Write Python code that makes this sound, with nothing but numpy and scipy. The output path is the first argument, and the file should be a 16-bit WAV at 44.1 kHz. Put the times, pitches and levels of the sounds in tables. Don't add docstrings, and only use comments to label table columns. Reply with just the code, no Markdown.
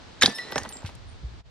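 import sys
import numpy as np
from scipy import signal
from scipy.fft import rfft, irfft
from scipy.io import wavfile
from scipy.ndimage import uniform_filter1d

SR = 44100
rng = np.random.default_rng(int(sys.argv[2]) if len(sys.argv) > 2 else 0)


def dump(signal):
    limited = np.clip(np.atleast_2d(signal).T, -1, 1)
    pcm = np.round(limited * 32767).astype(np.int16)
    wavfile.write(sys.argv[1], SR, pcm)


N = 66150
T = np.arange(N) / SR

# frequency in Hz, relative level in dB.
HISS_COLOUR = [(80, -9.5), (180, 1), (400, -2.5), (1300, -7.5), (2600, -12), (4200, -10.5), (7500, -24),
               (9500, -33.5), (11500, -56.5)]
HISS_START_DB, HISS_FADE_DB_PER_S = -47.5, 2.5
# frequency in Hz, relative level in dB.
WIND_COLOUR = [(20, -20.5), (62, -0.5), (110, -6.5), (200, -23), (1000, -74)]
# time in seconds, level in dB.
WIND_LEVEL = [(0, -50.5), (.26, -49), (.3, -76.5), (.62, -42), (.78, -53), (.95, -42.5), (1.12, -42.5),
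              (1.2, -48), (1.34, -41.5), (1.5, -42)]
CRACK_APART, HISS_APART, WIND_APART = 0.37, 0.85, 0.93

# time in seconds, level in dB (first level held before it).
SPATTER_LEVEL = [(.22, -56), (.25, -32.5), (.3, -35.5), (.35, -47.5), (.44, -44), (.6, -41), (.7, -49.5),
                 (.9, -53.5), (1.0, -66)]
# frequency in Hz, relative level in dB.
SPATTER_COLOUR = [(100, -11), (220, 3), (800, -1), (3000, -8), (8000, -17), (16000, -57)]
DROPS_PER_S, DROP_SPREAD_DB = 4500, 2

# start in seconds, level in dB, t60 in seconds.
CRACKS = [(0.2131, -21.5, 0.098), (.2211, -5, 0.049), (0.2315, -6, 0.02), (.2343, -11.5, 0.014),
          (0.244, -33.5, 0.072), (0.2584, -11.5, 0.033), (0.5797, -11.5, 0.0053)]
# frequency in Hz, relative level in dB.
CRACK_COLOUR = [(300, -21), (900, -13.5), (1650, 1), (2700, -8), (3800, -3.5), (5600, -4), (7200, -11.5),
                (11000, -24), (16000, -30.5)]
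CRACK_RISE_S, CRACK_GRAIN_DB = .0006, 2.5
CRUMBLE_S, CRUMBLE_DB, CRUMBLE_T60_S, CRUMBLE_GRAIN_DB = .235, -39, 0.41, 6
# start in seconds, pitch in Hz, level in dB, t60 in seconds.
CLINKS = [(0.212, 3750, -24.5, 0.09), (0.211, 6610, -19.5, 0.074), (0.2217, 1665, -9.5, 0.026),
          (.2225, 2100, -17.5, .05), (.234, 3635, -3.5, 0.022), (.234, 3840, -15.5, .07),
          (0.245, 3220, -19, 0.06), (.245, 3090, -26, .05), (0.2588, 3630, -5, 0.0061),
          (0.2594, 3940, 0, 0.0073), (0.26, 4850, -4, 0.011)]
CLINK_RISE_S = 0.00083

SWARM_LOW_HZ, SWARM_HIGH_HZ, SWARM_FADE_DB_PER_S = 2003, 12830, 128.5
# start in seconds, mean spread in seconds,
# level in dB before colour and fade, middle t60 in seconds, lowest pitch in Hz.
SWARMS = [(.222, .016, -24, 0.043, SWARM_LOW_HZ), (0.259, 0.037, -30, 0.042, 4400),
          (0.345, 0.013, -40, 0.19, 7700), (0.511, 0.0071, -51, 0.05, 8800),
          (.559, 0.021, -41.5, 0.079, 5100)]

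# time in seconds, pitch in Hz, level in dB.
BOWL_RING = [(0.232, 1795, -23.5), (.28, 1740, -36.5), (0.361, 1780, -41.5), (.4, 1810, -45),
             (.559, 1835, -57)]

# start in seconds, level in dB, centre in Hz.
KNOCKS = [(0.2324, -12, 685), (0.2326, -11.5, 180), (.275, -23.5, 563), (.278, -18.5, 205),
          (.385, -32.5, 890), (0.507, -35, 596), (0.5201, -23, 870), (.522, -30.5, 235), (.558, -13.5, 607),
          (0.5585, -21.5, 1370), (0.565, -28.5, 142), (.5815, -22, 880), (0.635, -44, 1200),
          (.649, -30, 660), (0.657, -30.5, 1120), (.665, -37.5, 167.7), (.704, -38, 804), (.755, -34, 278),
          (0.8278, -37, 590), (.849, -35, 1490), (0.8906, -35, 556)]
# pitch in Hz, level in dB before each knock's band, t60 in seconds.
PLANK_MODES = [(141.2, -1, 0.12), (206.6, 1, 0.091), (252, 2.5, 0.089), (408, -9.5, 0.017),
               (494, -2.5, 0.056), (565.6, -1.5, .055), (787, -3, 0.085), (940, 1.5, 0.029),
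               (1166, -12, 0.14), (1544, -0.5, 0.03)]
KNOCK_OCTAVES, KNOCK_RISE_S = 0.93, 0.00093
PUFF_DB, PUFF_T60_S = 1.5, 0.043
PLANK_LOW_HZ = 95

# start in seconds, pitch in Hz before wavering and sinking,
# level in dB before wavering, t60 in seconds, swell in seconds.
SHARD_RINGS = [(.235, 1954, -42.5, 0.61, .004), (.26, 3405, -28, 0.13, .002),
               (.26, 4037, -31, 0.14, 0.0023), (.32, 3670, -45, 0.49, 0.043),
               (.338, 5335, -33.5, 0.27, 0.02), (.353, 9590, -46, 0.15, 0.0044),
               (.352, 11800, -50, .14, .004), (0.379, 1953, -25.5, 0.13, 0.019),
               (0.329, 4060, -39.5, 0.23, 0.12), (.38, 5190, -43, 0.18, 0.035),
               (.45, 1953, -38.5, 0.77, 0.061), (.511, 5335, -40.5, 0.19, 0.019),
               (0.513, 11700, -37.5, 0.05, 0.00079), (.559, 1803, -27, 0.11, 0.014),
               (0.5577, 5600, -30.5, 0.13, 0.00063), (0.581, 8700, -48.5, 0.22, 0.0025),
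               (.58, 6530, -29.5, 0.069, 0.0012), (.58, 14450, -35, 0.13, 0.00075),
               (0.689, 9180, -41.5, 0.21, 0.0011), (.69, 12000, -51, 0.17, 0.0012),
               (.726, 7480, -31.5, 0.22, 0.0019), (1.074, 8950, -56.5, 0.2, 0.011)]
TUMBLE_MIDDLE_HZ, TUMBLE_DEPTH, TUMBLE_SHIFT = 14, .25, .0025
RECEDE_PER_S = 0.021
FLUTTER_PER_HZ, FLUTTER_S = .00005, .0022
# start in seconds, level in dB, centre in Hz.
TICKS = [(.3845, -25.5, 3520), (0.5213, -24.5, 3340), (0.5312, -29.5, 3970), (0.557, -23.5, 3740),
         (0.572, -43, 3530), (.583, -21.5, 4570), (0.6331, -28.5, 5800), (.651, -32, 3130),
         (0.69, -30, 5230), (0.7245, -34, 4000), (0.769, -34.5, 5400), (0.952, -40.5, 6200)]
TICK_T60_S, TICK_OCTAVES = 0.013, 0.6
SCRAPE_S, SCRAPE_DB, SCRAPE_T60_S, SCRAPE_HZ, SCRAPE_RISE_S = .859, -35.5, 0.15, 3130, 0.0024

# frequency in Hz, t60 in seconds.
WALL_T60 = [(100, .25), (2000, 0.37), (14000, 0.96)]
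WALL_DB, WALL_DELAY_S = -22, .012

# start in seconds, level in dB, settled pitch in Hz, t60 in seconds, swell in seconds.
BUMPS = [(.843, -23, 85.6, 0.1, 0.0034), (1.226, -26, 60.4, 0.18, 0.03), (1.231, -33, 114, 0.19, 0.0086)]
BUMP_DROP, BUMP_DROP_S = 1, 0.004

# frequency in Hz, lead of the left in radians.
PORT_PHASE = [(0, 0), (5500, 1.33), (6500, 2), (7500, 4), (8100, 4), (11000, 7.5), (14400, 10)]
# frequency in Hz, left minus right in dB.
PORT_BALANCE = [(100, -1), (480, -5), (1200, -.5)]
# frequency in Hz, gain in dB.
TREBLE = [(11800, 0), (13200, -11.5)]
# time in seconds, gain in dB (first gain held before it).
DIP = [(1.405, -1.5), (1.432, -23), (1.46, -7.5), (1.5, -8.5)]
CEILING, EDGE_HZ = .95, 15900


def amp(db):
    return 10 ** (np.asarray(db) / 20)


def unit(x):
    return x / np.sqrt(np.mean(x ** 2) + 1e-20)


def read(points, hz):
    f, value = np.transpose(points)
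    return np.interp(np.log(hz + 1), np.log(f + 1), value)


def level(points):
    return amp(np.interp(T, *np.transpose(points)))


def add(mix, s, sound):
    part = mix[:, max(round(s * SR), 0):]
    part += sound[..., :part.shape[1]]


def envelope(rise, t60):
    attack = np.sin(np.pi / 2 * np.minimum(T / rise, 1)) ** 2
    return attack * 1000. ** (-np.maximum(T - rise, 0) / t60)


def hump(hz, centre_hz, octaves):
    return (1 + (np.log2((hz + 1) / centre_hz) / octaves) ** 2 / 2) ** -2


def colour(x, gain_at):
    size = 2048
    log_gain = np.log(np.maximum(gain_at(abs(np.fft.fftfreq(size, 1 / SR))), 1e-5))
    taps = np.fft.ifft(np.exp(np.conj(signal.hilbert(log_gain)))).real
    return signal.oaconvolve(x, taps[None] / np.linalg.norm(taps), axes=1)[:, :N]


def pair(x, apart):
    return np.array([x[0] + apart * x[1], x[0] - apart * x[1]]) / np.hypot(1, apart)


def uneven(spread_db):
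    return amp(spread_db * np.minimum(rng.exponential(1, N), 4))


def burst(rise, t60, gain_at, grain_db):
    shape = envelope(rise, t60)
    clicks = rng.standard_normal((2, N)) * uneven(grain_db)
    sound = pair(colour(clicks * shape, gain_at), CRACK_APART)
    return unit(sound) * np.sqrt(np.mean(shape ** 2) / 2)


def air(spectrum, apart):
    gain = amp(read(spectrum, np.fft.rfftfreq(N, 1 / SR)))
    noise = irfft(rfft(rng.standard_normal((2, N))) * gain, N)
    return unit(pair(noise, apart))


def spatter():
    drops = (rng.random(N) < DROPS_PER_S / SR) * uneven(DROP_SPREAD_DB)
    wet = colour(drops * rng.standard_normal((2, N)), lambda hz: amp(read(SPATTER_COLOUR, hz)))
    return level(SPATTER_LEVEL) * unit(pair(wet, CRACK_APART))


def shatter():
    out = np.zeros((2, N))
    glass = lambda hz: amp(read(CRACK_COLOUR, hz))
    for s, db, t60 in CRACKS:
        add(out, s, amp(db) * burst(CRACK_RISE_S, t60, glass, CRACK_GRAIN_DB))
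    for s, hz, db, t60 in CLINKS:
        add(out, s, amp(db) * envelope(CLINK_RISE_S, t60) * np.sin(2 * np.pi * hz * T))
    crumble = burst(CRACK_RISE_S, CRUMBLE_T60_S, glass, CRUMBLE_GRAIN_DB)
    add(out, CRUMBLE_S, amp(CRUMBLE_DB) * crumble)
    return out


def swarm(count):
    out = np.zeros((2, N))
    for s, spread, burst_db, t60, lowest in SWARMS:
        for k, (pitch, when, length, side) in enumerate(rng.random((count, 4))):
            hz = SWARM_LOW_HZ * (SWARM_HIGH_HZ / SWARM_LOW_HZ) ** ((k + pitch) / count)
            if hz < lowest:
                continue
            late = -spread * np.log(1 - when)
            db = burst_db + read(CRACK_COLOUR, hz) / 2 - SWARM_FADE_DB_PER_S * late
            phase = (side - .5) * np.array([[1], [-1]])
            tone = np.sin(2 * np.pi * hz * T + phase)
            add(out, s + late, amp(db) * envelope(CRACK_RISE_S, t60 * (.5 + length)) * tone)
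    return out


def bowl():
    s, hz, db = np.transpose(BOWL_RING)
    tone = np.sin(2 * np.pi * np.cumsum(np.interp(T, s, hz)) / SR)
    sounding = (T > s[0]) * (T < s[-1])
    return amp(np.interp(T, s, db)) * sounding * tone


def planks():
    out = np.zeros((2, N))
    for s, db, centre in KNOCKS:
        band = lambda hz: hump(hz, centre, KNOCK_OCTAVES) * hz ** 2 / (hz ** 2 + PLANK_LOW_HZ ** 2)
        gains = np.array([amp(mode_db) * band(hz) for hz, mode_db, _ in PLANK_MODES])
        modes = np.zeros(N)
        for k, (hz, _, t60) in enumerate(PLANK_MODES):
            sign = (-1) ** k
            modes += sign * gains[k] * envelope(KNOCK_RISE_S, t60) * np.sin(2 * np.pi * hz * T)
        puff = amp(PUFF_DB) * burst(KNOCK_RISE_S, PUFF_T60_S, band, CRACK_GRAIN_DB)
        add(out, s, amp(db) * (modes / np.linalg.norm(gains) + puff) / np.sqrt(2))
    return out


def flutter(hz):
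    width = round(FLUTTER_S * SR)
    slow = uniform_filter1d(uniform_filter1d(rng.standard_normal(N), width), width)
    return 1 + FLUTTER_PER_HZ * hz * unit(slow)


def shards():
    out = np.zeros((2, N))
    draws = rng.random((len(SHARD_RINGS), 2))
    for (s, hz, db, t60, swell), (speed, turn) in zip(SHARD_RINGS, draws):
        spin = np.sin(2 * np.pi * (TUMBLE_MIDDLE_HZ * (.5 + speed) * T + turn))
        pitch = hz * (1 + TUMBLE_SHIFT * spin - RECEDE_PER_S * T)
        tone = np.sin(2 * np.pi * np.cumsum(pitch) / SR) * flutter(hz)
        add(out, s, amp(db) * envelope(swell, t60) * (1 + TUMBLE_DEPTH * spin) * tone)
    for s, db, centre in TICKS:
        band = lambda hz: hump(hz, centre, TICK_OCTAVES)
        add(out, s, amp(db) * burst(CRACK_RISE_S, TICK_T60_S, band, CRACK_GRAIN_DB))
    skid_band = lambda hz: hump(hz, SCRAPE_HZ, octaves=0.98)
    skid = burst(SCRAPE_RISE_S, SCRAPE_T60_S, skid_band, CRUMBLE_GRAIN_DB)
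    add(out, SCRAPE_S, amp(SCRAPE_DB) * skid)
    return out


def wall(x):
    hz, t, z = signal.stft(rng.standard_normal((2, SR // 2)), SR, nperseg=256)
    decay = 1000. ** (-t / read(WALL_T60, hz)[:, None])
    tail = signal.istft(z * decay, SR, nperseg=256)[1]
    out = np.zeros((2, N))
    add(out, WALL_DELAY_S, signal.fftconvolve(x, tail / np.linalg.norm(tail[0]), axes=1))
    return out


def bumps():
    out = np.zeros((2, N))
    for s, db, hz, t60, swell in BUMPS:
        turns = np.cumsum(hz * (1 + BUMP_DROP * np.exp(-T / BUMP_DROP_S))) / SR
        add(out, s, amp(db) * envelope(swell, t60) * np.sin(2 * np.pi * turns))
    return out


def ports(x):
    hz = np.fft.rfftfreq(2 * N, 1 / SR)
    phase = np.interp(hz, *np.transpose(PORT_PHASE))
    half = amp(read(PORT_BALANCE, hz) / 2) * np.exp(.5j * phase)
    return irfft(rfft(x, 2 * N) * amp(read(TREBLE, hz)) * np.array([half, 1 / half]))[:, :N]


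def scene():
    near = shatter() + bowl() + swarm(count=48) + shards() + planks() + spatter()
    hiss = amp(HISS_START_DB - HISS_FADE_DB_PER_S * T) * air(HISS_COLOUR, HISS_APART)
    wind = level(WIND_LEVEL) * air(WIND_COLOUR, WIND_APART)
    return ports(near + amp(WALL_DB) * wall(near)) + bumps() + hiss + wind


def record(dry):
    edge = signal.firwin(401, EDGE_HZ, window=("kaiser", 9), fs=SR)
    loud = CEILING * np.tanh(dry * level(DIP) / CEILING)
    return signal.oaconvolve(loud, edge[None], "same", axes=1)


dry = scene()
out = record(dry)
dump(out)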